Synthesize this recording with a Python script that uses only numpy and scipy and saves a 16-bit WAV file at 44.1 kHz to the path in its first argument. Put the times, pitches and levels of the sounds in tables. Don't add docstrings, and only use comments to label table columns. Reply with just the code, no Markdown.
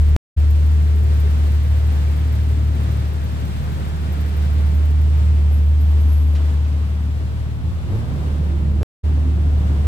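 import sys
import numpy as np
from scipy import signal
from scipy.fft import rfft, irfft, next_fast_len
from scipy.io import wavfile
from scipy.ndimage import map_coordinates

SR = 44100
rng = np.random.default_rng(int(sys.argv[2]) if len(sys.argv) > 2 else 0)


def put_to_file(sound):
    columns = np.atleast_2d(sound).T
    safe = np.clip(columns, -1, 1)
    whole_steps = np.round(safe * 32767)
    wavfile.write(sys.argv[1], SR, whole_steps.astype(np.int16))


def gain_from_db(level_db):
    decades = np.asarray(level_db, float) / 20
    return 10 ** decades


N = 435266
T_S = np.arange(N) / SR


def rms_one(x):
    return x / np.sqrt(np.mean(x ** 2) + 1e-20)


def in_time(rows):
    s, *columns = np.transpose(rows)
    return [np.interp(T_S, s, column) for column in columns]


def at_hz(points, hz):
    table_hz, value = np.transpose(points)
    return np.interp(np.log(hz), np.log(table_hz), value)


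def shifted(x, s):
    return np.interp(np.arange(N) - s * SR, np.arange(N), x)


def drift(rate_hz):
    r = np.exp(-80 * np.pi * rate_hz / SR)
    white = rng.standard_normal(N // 40 + 2002)
    slow = signal.lfilter([1], [1, -2 * r, r * r], white)[2000:]
    return np.interp(np.arange(N) / 40, np.arange(len(slow)), rms_one(slow))


def resonate(x, hz, width_hz):
    r = np.exp(-np.pi * width_hz / SR)
    poles = [1, -2 * r * np.cos(2 * np.pi * hz / SR), r * r]
    return signal.lfilter([(1 - r * r) / 2, 0, (r * r - 1) / 2], poles, x)


def two_ports(x, lead_ms, order=3):
    later = np.arange(N) - lead_ms * SR / 1000
    return np.array([x, map_coordinates(x, [later], order=order, mode="nearest")])


FIRING_HZ = 37.25
# time_s, lead_firings (ahead of a steady engine)
IDLE_HUNTING = [(0, -.345), (.55, -.39), (1.15, -.215), (1.6, -.29), (1.95, -.215), (2.2, -.3), (2.6, -.14),
                (3.1, -.245), (3.7, -.23), (4.8, -.385), (5.35, -.305), (5.7, -.405), (6.05, -.31),
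                (7.2, -.3), (7.6, -.1), (7.9, -.29), (8.95, -.42), (9.3, -.33)]
# time_s, jump_firings
COUNT_JUMPS = [
    (.27, -.272),
    (8.93, .32),
    (9.7, -.1),
]


def firings():
    count = FIRING_HZ * T_S + in_time(IDLE_HUNTING)[0] + 0.272
    for s, jump in COUNT_JUMPS:
        count = count + jump * np.clip((T_S - s) / 0.2 + 0.5, 0, 1)
    return count


def per_firing(count, spread_db):
    return gain_from_db(spread_db * np.interp(count, np.arange(-2, 400), rng.standard_normal(402)))


# time_s, boom_db, first_order_db, third_order_db
EXHAUST_TONES = [(0, -11, -27, -36.5), (1.0, -13, -44, -32), (1.4, -14, -38.5, -28.5),
                 (1.95, -14.5, -40, -28), (2.2, -16, -42, -27.5), (2.55, -15, -36, -26.5),
                 (3.2, -20.5, -39, -29.5), (3.7, -23.5, -39, -34), (4.15, -19.5, -42, -39),
                 (4.6, -14, -43.5, -33.5), (5.25, -12.5, -44, -31.5), (6.1, -12, -46, -46.5),
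                 (6.75, -16.5, -40, -33), (7.35, -22.5, -41, -30), (7.97, -26, -36, -36),
                 (8.35, -18, -39, -41), (9.2, -15, -38, -30.5), (9.87, -14.5, -35, -33.5)]
# multiple (of the six-firing cycle), level_db, loudest_s
UPPER_ORDERS = [(21, -39.5, 4.7), (24, -38, 2.7), (30, -40, 4.6), (34, -55.5, 2.6), (36, -51.5, 2.4),
                (42, -46.5, 5.6), (67.87, -55.5, .6), (81.65, -58.5, 3.4), (101.8, -57.5, 2.8)]
# time_s, lead_ms (left hears the idling engine first), second_engine_share
BEARING = [(0, 0.43, 0.0054), (4, 0.47, 0.014), (5.2, 0.39, 0.011), (5.9, 0.34, 0.018), (7.3, 0.29, 0.28),
           (7.85, 0.27, 0.27), (8.0, 0.23, 0.49), (8.7, 0.46, 0.79), (9.87, 0.29, 0.77)]
PORT_GAP_S, PAN_LIMIT_DB = 0.6, 2
LEAD_RAD_PER_MS, NULL_DB, NULL_RAD_PER_DB = 0.79, -19, 0.2
WANDER_DB, WANDER_HZ = 2, 2.5
UPPER_FADE_DB_PER_S = 1.3


def exhaust(count):
    boom_db, first_db, third_db = in_time(EXHAUST_TONES)
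    gap_db = shifted(boom_db, PORT_GAP_S / 2) - shifted(boom_db, -PORT_GAP_S / 2)
    pan_db = PAN_LIMIT_DB * np.tanh(gap_db / PAN_LIMIT_DB)
    null_depth_db = np.maximum(NULL_DB - boom_db, 0)
    lead_rad = LEAD_RAD_PER_MS * in_time(BEARING)[0] + NULL_RAD_PER_DB * null_depth_db
    turn = 2 * np.pi * count
    left = gain_from_db(boom_db + pan_db / 2) * np.cos(2 * turn)
    right = gain_from_db(boom_db - pan_db / 2) * np.cos(2 * turn - lead_rad)
    boom = np.array([left, right])

    right_only = np.array([[0], [1]])
    first_db = first_db + WANDER_DB * drift(WANDER_HZ)
    third_db = third_db + WANDER_DB * drift(WANDER_HZ)
    first = gain_from_db(first_db + [[-1], [1]]) * np.cos(turn + 1.1 - 0.5 * right_only)
    third = gain_from_db(third_db) * np.cos(3 * turn - 0.3 - 0.25 * right_only)
    upper = 0
    for multiple, db, loudest_s in UPPER_ORDERS:
        level_db = db - UPPER_FADE_DB_PER_S * np.abs(T_S - loudest_s) + 1.8 * drift(1.5)
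        phase = rng.uniform(0, 2 * np.pi) - 0.55 * right_only
        upper = upper + gain_from_db(level_db) * np.cos(round(multiple) * turn / 6 + phase)

    uneven = boom * per_firing(count, spread_db=0.35) + (third + upper) * per_firing(count, spread_db=1.5)
    return np.sqrt(2) * (uneven + first)


CYLINDER_DB = [-1, -9.5, -1, -1, -14.5, -4.5]
# centre_hz, width_hz, level_db
TICK_BODY = [(13500, 1100, 0), (14800, 1100, -1), (12400, 900, -10), (7900, 900, -15)]
# time_s, peak_db
HARD_TICKS = [(0.5027, -42), (0.6633, -44), (0.9552, -42), (1.1438, -51), (1.1966, -40), (1.3049, -45),
              (1.6296, -44), (1.709, -60), (1.9504, -47), (2.1944, -50), (2.9152, -52), (3.0774, -45),
              (3.1327, -54), (3.2405, -45), (3.3178, -48), (3.5662, -46), (3.7204, -44), (4.2058, -43),
              (4.3644, -45), (4.4203, -45), (4.5281, -45), (4.6897, -51), (4.7431, -42), (4.8513, -44),
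              (4.9027, -52), (5.012, -44), (5.1716, -48), (5.4694, -54), (5.5098, -48), (8.1264, -53)]
# time_s, view_db
VIEW = [(0, -1), (.9, -1), (1.7, 0), (2.5, 0.5), (3.3, 0), (4.0, 1), (4.5, 0.5), (5.3, -1.5), (6.2, -2),
        (7.4, -2), (8.0, -1.5), (9.87, -2.5)]
TICK_LEVEL_DB, TICK_VIEW_SHARE, TICK_LOSS_DB_PER_S = -56, 2.5, 1.4


def injectors(count):
    since = count - 0.25
    number = np.floor(since).astype(int) + 6
    strength = gain_from_db(np.array(CYLINDER_DB)[number % 6] + 3.0 * rng.standard_normal(400)[number])
    age_s = (since % 1) / FIRING_HZ
    bursts = strength * (1 - np.exp(-age_s / 0.0015)) * np.exp(-age_s / 0.012)
    steady_db = TICK_LEVEL_DB + TICK_VIEW_SHARE * in_time(VIEW)[0] - TICK_LOSS_DB_PER_S * T_S
    steady = gain_from_db(steady_db) * rms_one(bursts)

    strikes = np.zeros(N)
    for s, peak_db in HARD_TICKS:
        strikes[round(s * SR)] = gain_from_db(peak_db - 6.5)
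    tail_s = np.arange(SR // 20) / SR
    decay = (1 - np.exp(-tail_s / 0.002)) * np.exp(-tail_s / 0.013)
    hard = signal.fftconvolve(strikes, decay)[:N]

    def ring(x):
        return sum(gain_from_db(db) * resonate(x, hz, width_hz) for hz, width_hz, db in TICK_BODY)

    white = rng.standard_normal((2, N))
    port_gain = gain_from_db([[3.1], [-7]])
    return ring((steady + hard) * white) / np.std(ring(white[0])) * port_gain


# level_db, view_share, walk_loss_db_per_s, second_engine_db
ROAR_LEVELS = [
    (-36, 0.45, 0, 4),
    (-42, 0.99, .1, 3.5),
    (-44.5, 1.0, 0.12, 0.5),
    (-53, .5, .5, 1),
]
CATCH_S, CATCH_RISE_S, FLARE, FLARE_S = 7.86, 0.08, 0.31, 0.44


def roar_db():
    view_db = in_time(VIEW)[0]
    flare = 1 + FLARE * np.exp(-np.abs(T_S - CATCH_S) / FLARE_S)
    running = np.clip((T_S - CATCH_S) / CATCH_RISE_S, 0, 1) * flare
    return [db + share * view_db - loss * T_S + added * running for db, share, loss, added in ROAR_LEVELS]


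# low_hz, high_hz
ZONES_HZ = [
    (125, 300),
    (300, 1000),
    (1000, 5000),
    (5000, 11000),
]
# freq_hz, level_db_per_hz
COLOUR = [(130, -1), (170, -8.5), (230, -14.5), (330, -19.5), (480, -22.5), (1100, -26), (2200, -32),
          (2900, -34), (3600, -35.5), (5000, -41.5), (6700, -46), (7900, -44), (10500, -51.5), (15500, -54)]
# freq_hz, level_db_per_hz
DEEP_COLOUR = [(20, -22), (29, -13), (47, -12), (62, -6), (88, -3), (102, -5)]
# freq_hz, power_share
DIRECT_SHARE = [(60, 0.57), (300, 0.5), (1000, 0.62), (4000, 0.084), (12000, 0.061)]
# freq_hz, correlation
SCATTER_LIKENESS = [(100, 0.99), (250, 0.81), (600, -0.0024), (1200, 0.26), (2500, -0.11)]
# freq_hz, left_minus_right_db
PORT_BALANCE = [(100, 0), (700, -0.1), (2400, 1), (8000, 1.5), (15000, 9)]
SECOND_LEAD_MS = -0.32


def roar():
    lead_ms, second = in_time(BEARING)
    near, other, mid, side = rng.standard_normal((4, N))
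    direct = np.sqrt(1 - second) * two_ports(near, lead_ms)
    direct = direct + np.sqrt(second) * two_ports(other, SECOND_LEAD_MS)

    size = next_fast_len(N)
    hz = np.maximum(np.arange(size // 2 + 1) * SR / size, 1)
    share, alike = at_hz(DIRECT_SHARE, hz), at_hz(SCATTER_LIKENESS, hz)
    opposed = np.array([[1], [-1]])
    scattered = np.sqrt(1 + alike) * rfft(mid, size) + opposed * np.sqrt(1 - alike) * rfft(side, size)
    field = np.sqrt(share) * rfft(direct, size) + np.sqrt((1 - share) / 2) * scattered
    colour = gain_from_db(at_hz(DEEP_COLOUR + COLOUR[1:], hz))
    field = field * colour * gain_from_db(at_hz(PORT_BALANCE, hz) / 2 * opposed)

    centres_hz = [np.sqrt(low * high) for low, high in ZONES_HZ]
    place = np.interp(np.log(hz), np.log(centres_hz), np.arange(4))
    out, together = 0, drift(1.8)
    for k, ((low, high), db) in enumerate(zip(ZONES_HZ, roar_db())):
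        inside = (hz > low) & (hz < high)
        zone_rms = np.sqrt(2 * np.sum(colour[inside] ** 2) / size)
        crossfade = np.clip(1 - np.abs(place - k), 0, 1)
        zone = irfft(field * crossfade, size)[:, :N] / zone_rms
        out = out + gain_from_db(db + 2.0 + 0.94 * together + 0.5 * drift(17.0)) * zone
    return out


# start_s, end_s, pitch_hz, width_hz,
# level_db
HUMS = [(0.42, 1.5, 410, 30, -44), (2.4, 2.9, 300, 17, -47.5), (1.9, 3.3, 249, 92, -42),
        (7.9, 8.85, 480, 82, -47.5), (2.5, 4.5, 135, 25, -36), (8.4, 8.85, 55, 2.4, -33),
        (8.3, 8.85, 167, 2.6, -35), (8.55, 8.85, 143, 7.4, -32), (8.55, 8.85, 210, 8.1, -34.5),
        (9.0, 9.9, 260, 13, -37.5), (9.0, 9.9, 188, 7.2, -47.5), (8.0, 9.8, 327, 54, -42.5),
        (7.86, 8.0, 350, 14, -39)]


def hums():
    out = np.zeros(N + SR)
    for start_s, end_s, hz, width_hz, db in HUMS:
        first, size = round(start_s * SR), round((end_s - start_s) * SR)
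        once = resonate(rng.standard_normal(2 * SR), hz, width_hz * 1.3)
        band = resonate(once, hz, width_hz * 1.3)[-size:]
        swell = np.minimum(2 * np.bartlett(size), 1)
        out[first:first + size] += gain_from_db(db) * rms_one(band) * swell
    return out[:N]


# start_s, length_s, from_hz, to_hz, level_db
SQUEALS = [
    (5.5, 0.12, 11600, 11680, -53),
    (5.6, .16, 11800, 11930, -65),
    (5.78, 0.18, 11900, 11700, -58),
    (5.985, .07, 11700, 11630, -55),
    (6.04, 0.28, 11625, 11625, -53),
    (6.29, .1, 11640, 11680, -62),
    (7.885, 0.16, 11580, 11600, -66),
]
SQUEAL_RISE_SHARE, SQUEAL_PAN_DB = 0.35, 12


def brake():
    pitch_points, level = [], 0
    for s, length_s, from_hz, to_hz, db in SQUEALS:
        pitch_points += [(s + 0.01, from_hz), (s + length_s - 0.01, to_hz)]
        corners_s = s + length_s * np.array([0, SQUEAL_RISE_SHARE, 1])
        level = level + gain_from_db(db) * np.interp(T_S, corners_s, [0, 1, 0]) ** 0.77
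    hz = in_time(pitch_points)[0] + 9.9 * drift(39.9)
    turn = 2 * np.pi * np.cumsum(hz) / SR
    waves = np.array([np.sin(turn), np.sin(turn + 1.5)])
    gain_db = 3.4 * drift(30.0) + SQUEAL_PAN_DB / 2 * np.array([[1], [-1]])
    return 1.2 * level * gain_from_db(gain_db) * waves


# start_s, level_db, length_s, low_hz, high_hz
SCUFFS = [
    (6.345, -43, .065, 1300, 4400),
    (6.35, -59, .045, 5500, 10000),
    (6.64, -51, .055, 1500, 5000),
    (8.806, -29, .06, 130, 480),
    (7.88, -38, .2, 230, 650),
]
SCUFF_RISE_SHARE = 0.12


def footfall():
    out, t = np.zeros(N), np.arange(SR // 5) / SR
    for s, db, length_s, low_hz, high_hz in SCUFFS:
        band = signal.butter(2, [low_hz, high_hz], "band", fs=SR, output="sos")
        grit = rms_one(signal.sosfilt(band, rng.standard_normal(len(t))))
        swell = np.interp(t, [0, SCUFF_RISE_SHARE * length_s, length_s], [0, 1, 0])
        out[round(s * SR):][:len(t)] += gain_from_db(db) * grit * swell
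    return out


# time_s, pitch_hz, level_db
START = [(7.5, 77, -42), (7.64, 81, -23), (7.74, 84, -22), (7.82, 85, -32), (7.885, 91, -27),
         (7.925, 97, -17), (7.99, 110, -24), (8.15, 142, -30), (8.3, 156, -42)]
# multiple, level_db
START_ORDERS = [(1, 0), (2, -12), (3, -24), (4, -28)]


def second_engine():
    hz, db = in_time(START)
    fade = np.interp(T_S, [7.45, 7.5, 8.3, 8.35], [0, 1, 1, 0])
    turn = 2 * np.pi * np.cumsum(hz) / SR
    tone = sum(gain_from_db(o_db + 0.7 * k * drift(14)) * np.cos(k * turn) for k, o_db in START_ORDERS)
    return np.sqrt(2) * gain_from_db(db) * fade * tone


def scene():
    count = firings()
    lead_ms = np.where(np.arange(N) < 5 * SR, BEARING[0][1], SECOND_LEAD_MS)
    neighbours = two_ports(second_engine() + hums(), lead_ms, order=1)
    return exhaust(count) + injectors(count) + roar() + neighbours + brake() + footfall()


def roll_off(x):
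    return signal.sosfilt(signal.butter(12, 16440, fs=SR, output="sos"), x)


# cut_s, fade_start_s, fade_end_s
DROPOUTS = [
    (.1641, .3635, .380),
    (8.83057, 9.0305, 9.047),
]
CUT_S, CUTOFF_HZ = 2 / SR, 15550


def record(dry):
    gate = np.ones(N)
    for cut_s, start_s, end_s in DROPOUTS:
        back = np.sin(np.pi / 2 * np.clip((T_S - start_s) / (end_s - start_s), 0, 1)) ** 2
        gate = gate * np.maximum(np.clip(1 - (T_S - cut_s) / CUT_S, 0, 1), back)
    low_pass = signal.ellip(12, 0.5, 70, CUTOFF_HZ, fs=SR, output="sos")
    return roll_off(signal.sosfilt(low_pass, dry) * gate)


dry = scene()
out = record(dry)
put_to_file(out)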